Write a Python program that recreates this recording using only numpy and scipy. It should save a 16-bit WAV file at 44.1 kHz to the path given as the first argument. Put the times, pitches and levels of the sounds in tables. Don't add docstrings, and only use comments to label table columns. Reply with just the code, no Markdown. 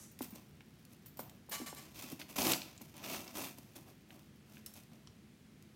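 import sys
import numpy as np
from scipy import signal
from scipy.fft import rfft, irfft
from scipy.io import wavfile

SR = 44100
rng = np.random.default_rng(int(sys.argv[2]) if len(sys.argv) > 2 else 0)


def inscribe(sig):
    pcm = np.round(np.clip(np.atleast_2d(sig).T, -1, 1) * 32767)
    wavfile.write(sys.argv[1], SR, pcm.astype(np.int16))


N = 253927
T = np.arange(N) / SR
EVENT_SAMPLES = 12000


def undb(db):
    return 10 ** (np.asarray(db) / 20)


def unit(response):
    return response / np.sqrt(np.sum(response ** 2))


def peak(x):
    return x / np.max(np.abs(x))


def through(x, response):
    return signal.oaconvolve(x, response)[:len(x)]


def butter(x, order, edge_hz, kind="low"):
    return signal.sosfilt(signal.butter(order, edge_hz, kind, fs=SR, output="sos"), x)


def add(out, start_s, sound):
    start = int(np.clip(start_s * SR, 0, N - 1))
    out[start:start + len(sound)] += sound[:N - start]


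def colour(points, size=4096):
    freq_hz, level_db = np.transpose(points)
    bins_hz = np.maximum(np.arange(size // 2 + 1), 1) * SR / size
    magnitude = undb(np.interp(np.log(bins_hz), np.log(freq_hz), level_db))
    cepstrum = irfft(np.log(magnitude))
    cepstrum[1:size // 2] *= 2
    cepstrum[size // 2 + 1:] = 0
    return unit(irfft(np.exp(rfft(cepstrum))))


def fade(t60_s, size=EVENT_SAMPLES):
    return np.exp(-np.log(1000) * T[:size] / t60_s)


def release(after_s, t60_s):
    return undb(-60 * np.maximum(T - after_s, 0) / t60_s)


def ring(modes, detune, scatter_db, size=EVENT_SAMPLES):
    out = np.zeros(size)
    for freq_hz, level_db, t60_s in modes:
        freq_hz *= 1 + detune * rng.standard_normal()
        level_db += scatter_db * rng.standard_normal()
        out += undb(level_db) * fade(t60_s, size) * np.sin(2 * np.pi * freq_hz * T[:size])
    return out


def grains(per_s, spread_db):
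    sizes = undb(spread_db * np.clip(rng.standard_normal(N), -2, 2)) * rng.choice([-1, 1], N)
    chance = np.clip(per_s / SR, 0, 1)
    return (rng.random(N) < chance) * sizes / np.std(sizes) / np.sqrt(chance)


def rattle(t60_s, per_s, size=EVENT_SAMPLES):
    rebounds = (rng.random(size) < per_s / SR) * rng.standard_normal(size)
    rebounds[0] = 1
    return rebounds * fade(t60_s, size)


def tick(low_hz, high_hz, t60_s, crack_db=6, crack_t60_s=0.017):
    envelope = fade(t60_s) + undb(crack_db) * fade(crack_t60_s)
    burst = rng.standard_normal(EVENT_SAMPLES) * envelope
    return peak(butter(burst, 3, [low_hz, high_hz], "band"))


# freq_hz, level_db
VENT_SPECTRUM = [(15, -82), (25, -27.5), (62, -9.5), (152, -1.5), (178, -7), (215, -1.5), (260, -8),
                 (281, -14), (313, -10), (457, -18.5), (582, -24), (804, -25.5), (919, -28), (2120, -26.5),
                 (15500, -41)]


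def ventilation(level_db=-59.5):
    return undb(level_db) * through(rng.standard_normal(N), colour(VENT_SPECTRUM, size=16384))


# freq_hz, level_db
GLIDE_SPECTRUM = [(500, -4), (3000, -10.5), (5000, -7), (6000, 3), (7500, -1), (9500, -3.5), (11500, -5),
                  (13000, -7), (16000, -17)]


def strap_glide(level_db=-57.5, hold_s=0.037, t60_s=0.37):
    swish = through(grains(per_s=10000, spread_db=3), colour(GLIDE_SPECTRUM))
    return undb(level_db) * release(hold_s, t60_s) * swish


# freq_hz, level_db, t60_s
LINK_MODES = [(5570, -16, .025), (7140, -12, .045), (8020, -11, .04), (9530, -8, .05), (12200, -7, .03),
              (12560, -6, .04), (13230, -3, .05), (13520, 0, .07), (13850, -4, .05), (14200, -8, .04),
              (15200, -2, .055)]
# freq_hz, level_db
CHAIN_SPECTRUM = [(200, -16), (600, 4), (1100, 2), (1800, 0), (2300, -1.5), (4000, 2), (6000, -0.5),
                  (9000, -1.5), (13000, 1), (16000, -9)]
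# start_s, peak_db
LINK_CLINKS = [(0.1136, -50), (0.2227, -34.5), (0.3042, -46.5), (0.3494, -47), (1.059, -40), (1.079, -51),
               (1.17, -41), (1.19, -35.5), (1.199, -37.5), (1.228, -48), (1.493, -40), (1.515, -37)]


def link_clinks(scrape_db=-11, rise_s=0.0025, link_count=4, size=4000):
    out = np.zeros(N)
    onset = np.clip(T[:size] / rise_s, 0, 1)
    for start_s, peak_db in LINK_CLINKS:
        links = np.zeros(size)
        for _ in range(link_count):
            rebounds = rattle(t60_s=0.04, per_s=400, size=size)
            links += through(rebounds, ring(LINK_MODES, detune=0.009, scatter_db=3, size=size))
        scrape = through(rattle(t60_s=0.071, per_s=6400, size=size), colour(CHAIN_SPECTRUM))
        clink = onset * (peak(links) + undb(scrape_db) * peak(scrape))
        add(out, start_s, undb(peak_db) * peak(clink))
    return out


# start_s, level_db
PAPER_CREASES = [(0.19, -35), (0.2195, -28), (0.2373, -37), (0.243, -33), (0.357, -39), (0.851, -44),
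                 (1.296, -38), (1.7477, -35.5), (2.024, -32.5), (2.1001, -36), (2.198, -39), (2.364, -33),
                 (2.386, -21), (2.5186, -11), (2.5225, -18), (2.817, -34.5), (2.9665, -36.5),
                 (2.9792, -36.5), (3.3833, -41), (3.5846, -36), (3.766, -34), (4.8344, -47), (5.6245, -46)]


def paper_creases(gain_db=-4.5):
    out = np.zeros(N)
    for start_s, level_db in PAPER_CREASES:
        add(out, start_s, undb(level_db + gain_db) * tick(low_hz=2380, high_hz=15600, t60_s=0.022))
    return out


def stutter(per_s, depth_db):
    wander = np.interp(T * per_s, np.arange(N), rng.standard_normal(N))
    gain = undb(depth_db * np.clip(wander, -2, 1.8))
    return gain / np.sqrt(np.mean(gain ** 2))


def folds(per_s, t60_s=0.046, count=3):
    out = np.zeros(N)
    for _ in range(count):
        slips = grains(per_s / count, spread_db=4.5)
        snaps = grains(0.08 * per_s / count, spread_db=2)
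        contact = undb(-1) * slips + undb(-7.5) * snaps
        sheet = unit(rng.standard_normal(EVENT_SAMPLES) * fade(t60_s))
        out += undb(-2) * contact + undb(-3.5) * through(contact, sheet)
    return out / np.sqrt(count)


# start_s, level_db, swell_s, hold_s, t60_s, hiss_rel_db, body_rel_db
SLIDE_STROKES = [ (0.191, -56.5, 0.031, 0.018, 0.24, 3.5, -22),
                 (0.317, -62.5, 0.039, 0.013, 0.26, 0.5, 4.5), (0.895, -71.5, 0.023, .015, 0.15, 6, 3),
                 (1.17, -71, .02, 0.016, 0.9, -6, 11.5), (1.78, -63.5, 0.023, 0.045, 0.87, 0, 0),
                 (1.946, -53, 0.029, 0.056, 0.49, 1, -2.5), (2.103, -52.5, 0.011, 0.0073, 0.11, 1.5, 2),
                 (2.195, -53, 0.0035, 0.012, 0.18, 0.5, 1), (2.284, -59, .004, 0.018, 0.45, 3, 1),
                 (2.362, -39.5, 0.061, .1, 0.21, 3, 4), (2.6, -59.5, 0.02, 0.037, .9, -4, 0),
                 (2.809, -65.5, 0.0047, 0.015, 0.54, 4.5, -2), (2.945, -59, 0.047, 0.067, 0.81, -4, 5),
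                 (3.03, -48.5, 0.05, 0.077, 0.63, 1.5, 2.5), (3.262, -58, .004, .02, .25, -4, 0.5),
                 (3.343, -48.5, 0.013, 0.11, 0.21, 2.5, 3.5), (3.57, -66, .004, 0.0092, 1, 1.5, 1.5),
                 (3.753, -61, .005, 0.0073, 0.27, 4, 6.5), (3.861, -65.5, 0.018, 0.016, 0.14, 2.5, 9),
                 (4.088, -71, 0.0087, 0.078, 0.35, 3.5, 8), (4.467, -72.5, 0.033, 0.096, 0.31, 2.5, 3),
                 (4.75, -61.5, 0.0072, 0.022, 0.26, 3, -1), (4.897, -72.5, 0.019, .02, 0.63, 1, 7)]


def stroke_gains(grip_s=0.006, swell_db=7):
    power = np.zeros((3, N))
    for start_s, level_db, swell_s, hold_s, t60_s, hiss_rel_db, body_rel_db in SLIDE_STROKES:
        grip = np.clip(1 + (T - start_s) / grip_s, 0, 1)
        swell = undb(swell_db * np.clip((T - start_s) / swell_s - 1, -1, 0))
        effort = grip * swell * release(start_s + swell_s + hold_s, t60_s)
        gains = undb([level_db, level_db + hiss_rel_db, level_db + body_rel_db])
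        power += np.outer(gains, effort) ** 2
    return np.sqrt(power)


# freq_hz, level_db
CRACKLE_SPECTRUM = [(100, -31), (350, 3), (650, -4.5), (1100, 0.5), (1350, -1), (1650, 0), (2150, 2),
                    (3050, 2.5), (3800, -1), (4900, -3.5), (6200, 0), (7500, -26), (10000, -18),
                    (16000, -32)]
# freq_hz, level_db
HISS_SPECTRUM = [(2000, -70), (5000, -11.5), (7500, -1), (10000, 0), (13500, 2), (16000, -3)]
# freq_hz, level_db, t60_s
BODY_MODES = [(102, -4, 0.065), (154, -7.5, 0.11), (206.6, 2.5, 0.12), (270, 7.5, 0.059),
              (318.3, 2.5, 0.07), (354, -4.5, 0.042), (458, 1.5, 0.012), (587, 2, 0.025),
              (660, -4.5, 0.034), (742, 0.5, 0.023), (845, -7, 0.024), (920, -7.5, 0.032), (998, -4, 0.037),
              (1140, -14, 0.054)]


def rustle(busy_db=-45):
    rub, fine, drag = stroke_gains()
    catch = stutter(per_s=170, depth_db=2)
    contact = folds(per_s=120 + 4000 * (rub / undb(busy_db)) ** 0.8) * catch
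    crackle = through(contact * rub * stutter(per_s=150, depth_db=1.5), colour(CRACKLE_SPECTRUM))
    hiss = through(contact * fine, colour(HISS_SPECTRUM))
    shake = grains(per_s=1500, spread_db=2.5) * drag * catch
    body = through(shake, unit(np.diff(ring(BODY_MODES, detune=0.0023, scatter_db=1.4))))
    body = butter(body, 1, 300)
    body = butter(body, 2, 85, "high")
    return undb(-1) * crackle + undb(-1.5) * hiss + undb(5) * body


# freq_hz, level_db, t60_s
THUD_MODES = [(149.5, -14.5, 0.08), (233.4, 6.5, 0.066), (282, -2, 0.02)]
# freq_hz, level_db, t60_s
KNOCK_MODES = [(456, -8, 0.011), (591, 2.5, 0.018), (747, 1, 0.02), (830, 0.5, 0.018), (963, 3, 0.013),
               (1350, -4.5, 0.016), (2100, -11, 0.017)]
# start_s, peak_db, knock_rel_db, thud_pitch_ratio
BAG_BUMPS = [(0.2076, -33, -0.5, 1.02), (0.326, -44, -19, 0.82), (1.1936, -32.5, 14, 0.89),
             (1.489, -49.5, 6, 1.34), (1.600, -40.5, -14, 1.143), (1.615, -37.5, -4.5, 0.98),
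             (1.728, -37.5, 6.5, 1.08), (2.039, -44.5, -9, 0.976), (2.124, -39.5, -13, 1.08),
             (2.811, -44, -2.5, 0.89), (3.585, -46.5, -1, 0.88)]


def bag_bumps(bend=0.43, settle_s=0.0065, base_rise_s=0.0027, rise_halving_db=22):
    out = np.zeros(N)
    t = T[:EVENT_SAMPLES]
    sagging_s = t + bend * settle_s * (1 - np.exp(-t / settle_s))
    for start_s, peak_db, knock_rel_db, thud_pitch_ratio in BAG_BUMPS:
        rise_s = base_rise_s * 2 ** (-knock_rel_db / rise_halving_db)
        panels = ring(THUD_MODES, detune=0.0071, scatter_db=6.5)
        thud = np.interp(thud_pitch_ratio * sagging_s, t, panels) * (1 - np.exp(-(t / rise_s) ** 2))
        knock = ring(KNOCK_MODES, detune=0.025, scatter_db=1) * (1 - np.exp(-t / 0.001))
        add(out, start_s, undb(peak_db) * peak(peak(thud) - undb(knock_rel_db) * peak(knock)))
    return out


def idle_links(start_s=0.42, end_s=4.6, gain_db=-81):
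    held = (T > start_s) & (T < end_s)
    shifts = grains(per_s=44, spread_db=0.5) * held
    ticks = through(shifts, unit(rattle(t60_s=0.027, per_s=2800)))
    return undb(gain_db) * through(ticks, colour(HISS_SPECTRUM) + 1.2 * colour(CHAIN_SPECTRUM))


# start_s, level_db, low_hz, high_hz
EYELET_CLACKS = [(0.607, -45, 940, 3340), (2.2147, -36, 1800, 4800), (2.4195, -23, 3000, 6400),
                 (2.4682, -19, 1450, 7200), (2.534, -19, 1300, 6500), (2.6182, -31, 2390, 5160),
                 (2.7776, -42, 3080, 9100), (3.04, -38, 1400, 4930), (3.1455, -33, 1250, 7200),
                 (3.278, -37, 1800, 5600), (4.105, -42.5, 1680, 3360), (4.5697, -43.5, 1350, 3420),
                 (5.073, -41.5, 1140, 6030)]


def eyelet_clacks(gain_db=-1, mean_rebound_s=0.009, rebound_db=-12):
    out = np.zeros(N)
    for start_s, level_db, low_hz, high_hz in EYELET_CLACKS:
        clack = undb(level_db + gain_db) * tick(low_hz, high_hz, t60_s=0.013)
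        add(out, start_s, clack)
        add(out, start_s + mean_rebound_s * (0.5 + rng.random()), undb(rebound_db) * clack)
    return out


# freq_hz, width_hz, level_db
EYELET_RESONANCES = [(1157, 19, 4.5), (1820, 100, 8), (2100, 47, 2), (2296, 77, 7.5), (2930, 15.4, -3.5),
                     (3020, 28, -5), (3270, 81, -4), (3930, 38, -5), (4110, 22, -1), (4940, 22, -8),
                     (5370, 18, -3), (6060, 48, -3), (6400, 40, -2), (6410, 34, -14), (6960, 92, -2),
                     (6860, 30, -4), (7000, 27, -8), (7450, 22, 0), (8270, 20, -2), (8900, 140, -10)]
# start_s, level_db, rise_s, hold_s, t60_s
CHAIN_RUNS = [(1.509, -40, 0.012, 0.03, 0.14), (1.578, -53.5, 0.011, 0.032, 0.34),
              (1.66, -46, 0.0038, 0.01, 0.23), (1.756, -52, .015, 0.011, 0.31)]


def chain_runs(scrape_db=-3, ring_db=-5, stretch_count=2):
    flow = np.zeros(N)
    for start_s, level_db, rise_s, hold_s, t60_s in CHAIN_RUNS:
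        onset = np.clip((T - start_s) / rise_s, 0, 1)
        flow += undb(level_db) * onset * release(start_s + rise_s + hold_s, t60_s)
    modes = [(freq_hz, level_db, np.log(1000) / (np.pi * width_hz))
             for freq_hz, width_hz, level_db in EYELET_RESONANCES]
    metal = np.zeros(N)
    for _ in range(stretch_count):
        contacts = grains(per_s=5000, spread_db=1.5) * flow
        metal += through(contacts, unit(ring(modes, detune=0.0027, scatter_db=1)))
    scrape = through(grains(per_s=7400, spread_db=3.5) * flow, colour(CHAIN_SPECTRUM))
    return undb(scrape_db) * scrape + undb(ring_db) * metal / np.sqrt(stretch_count)


# freq_hz, level_db, t60_s
FITTING_MODES = [(2900, -9, .03), (4050, -3, .04), (4700, -7, .03), (5380, 0, .08), (5520, -1, .07),
                 (5800, -1, .05), (6300, -1, .05), (7600, -1, .04), (9200, -2, .04), (10620, -3, .04)]
# start_s, level_db
FITTING_CLICKS = [(4.6616, -32), (4.738, -42)]


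def fitting_clicks(ring_db=-10, chatter_db=-13):
    out = np.zeros(N)
    for start_s, level_db in FITTING_CLICKS:
        blows = rattle(t60_s=0.031, per_s=12000) + undb(-22) * rattle(t60_s=0.3, per_s=2100)
        metal = through(blows, ring(FITTING_MODES, detune=0.002, scatter_db=1))
        scrape = through(rattle(t60_s=0.028, per_s=30000), colour(HISS_SPECTRUM))
        chatter = through(rattle(t60_s=0.34, per_s=7200), colour(CHAIN_SPECTRUM))
        click = peak(scrape) + undb(ring_db) * peak(metal) + undb(chatter_db) * peak(chatter)
        add(out, start_s, undb(level_db) * click)
    return out


def room(x, wet_db=-9, low_t60_s=0.36, high_t60_s=0.38, split_hz=5000, delay_s=0.0054):
    noise = rng.standard_normal(EVENT_SAMPLES)
    low = butter(noise, 2, split_hz)
    tail = low * fade(low_t60_s) + (noise - low) * fade(high_t60_s)
    tail *= T[:EVENT_SAMPLES] > delay_s
    return x + undb(wet_db) * through(x, unit(tail))


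def scene():
    chain = strap_glide() + chain_runs() + link_clinks() + fitting_clicks() + idle_links()
    handling = chain + rustle() + paper_creases() + eyelet_clacks() + bag_bumps()
    return (room(handling) + ventilation())[None]


def record(dry, low_hz=45, top_hz=16000):
    thinned = butter(dry, 5, low_hz, "high")
    return signal.sosfilt(signal.ellip(10, 0.2, 80, top_hz, fs=SR, output="sos"), thinned)


dry = scene()
out = record(dry)
inscribe(out)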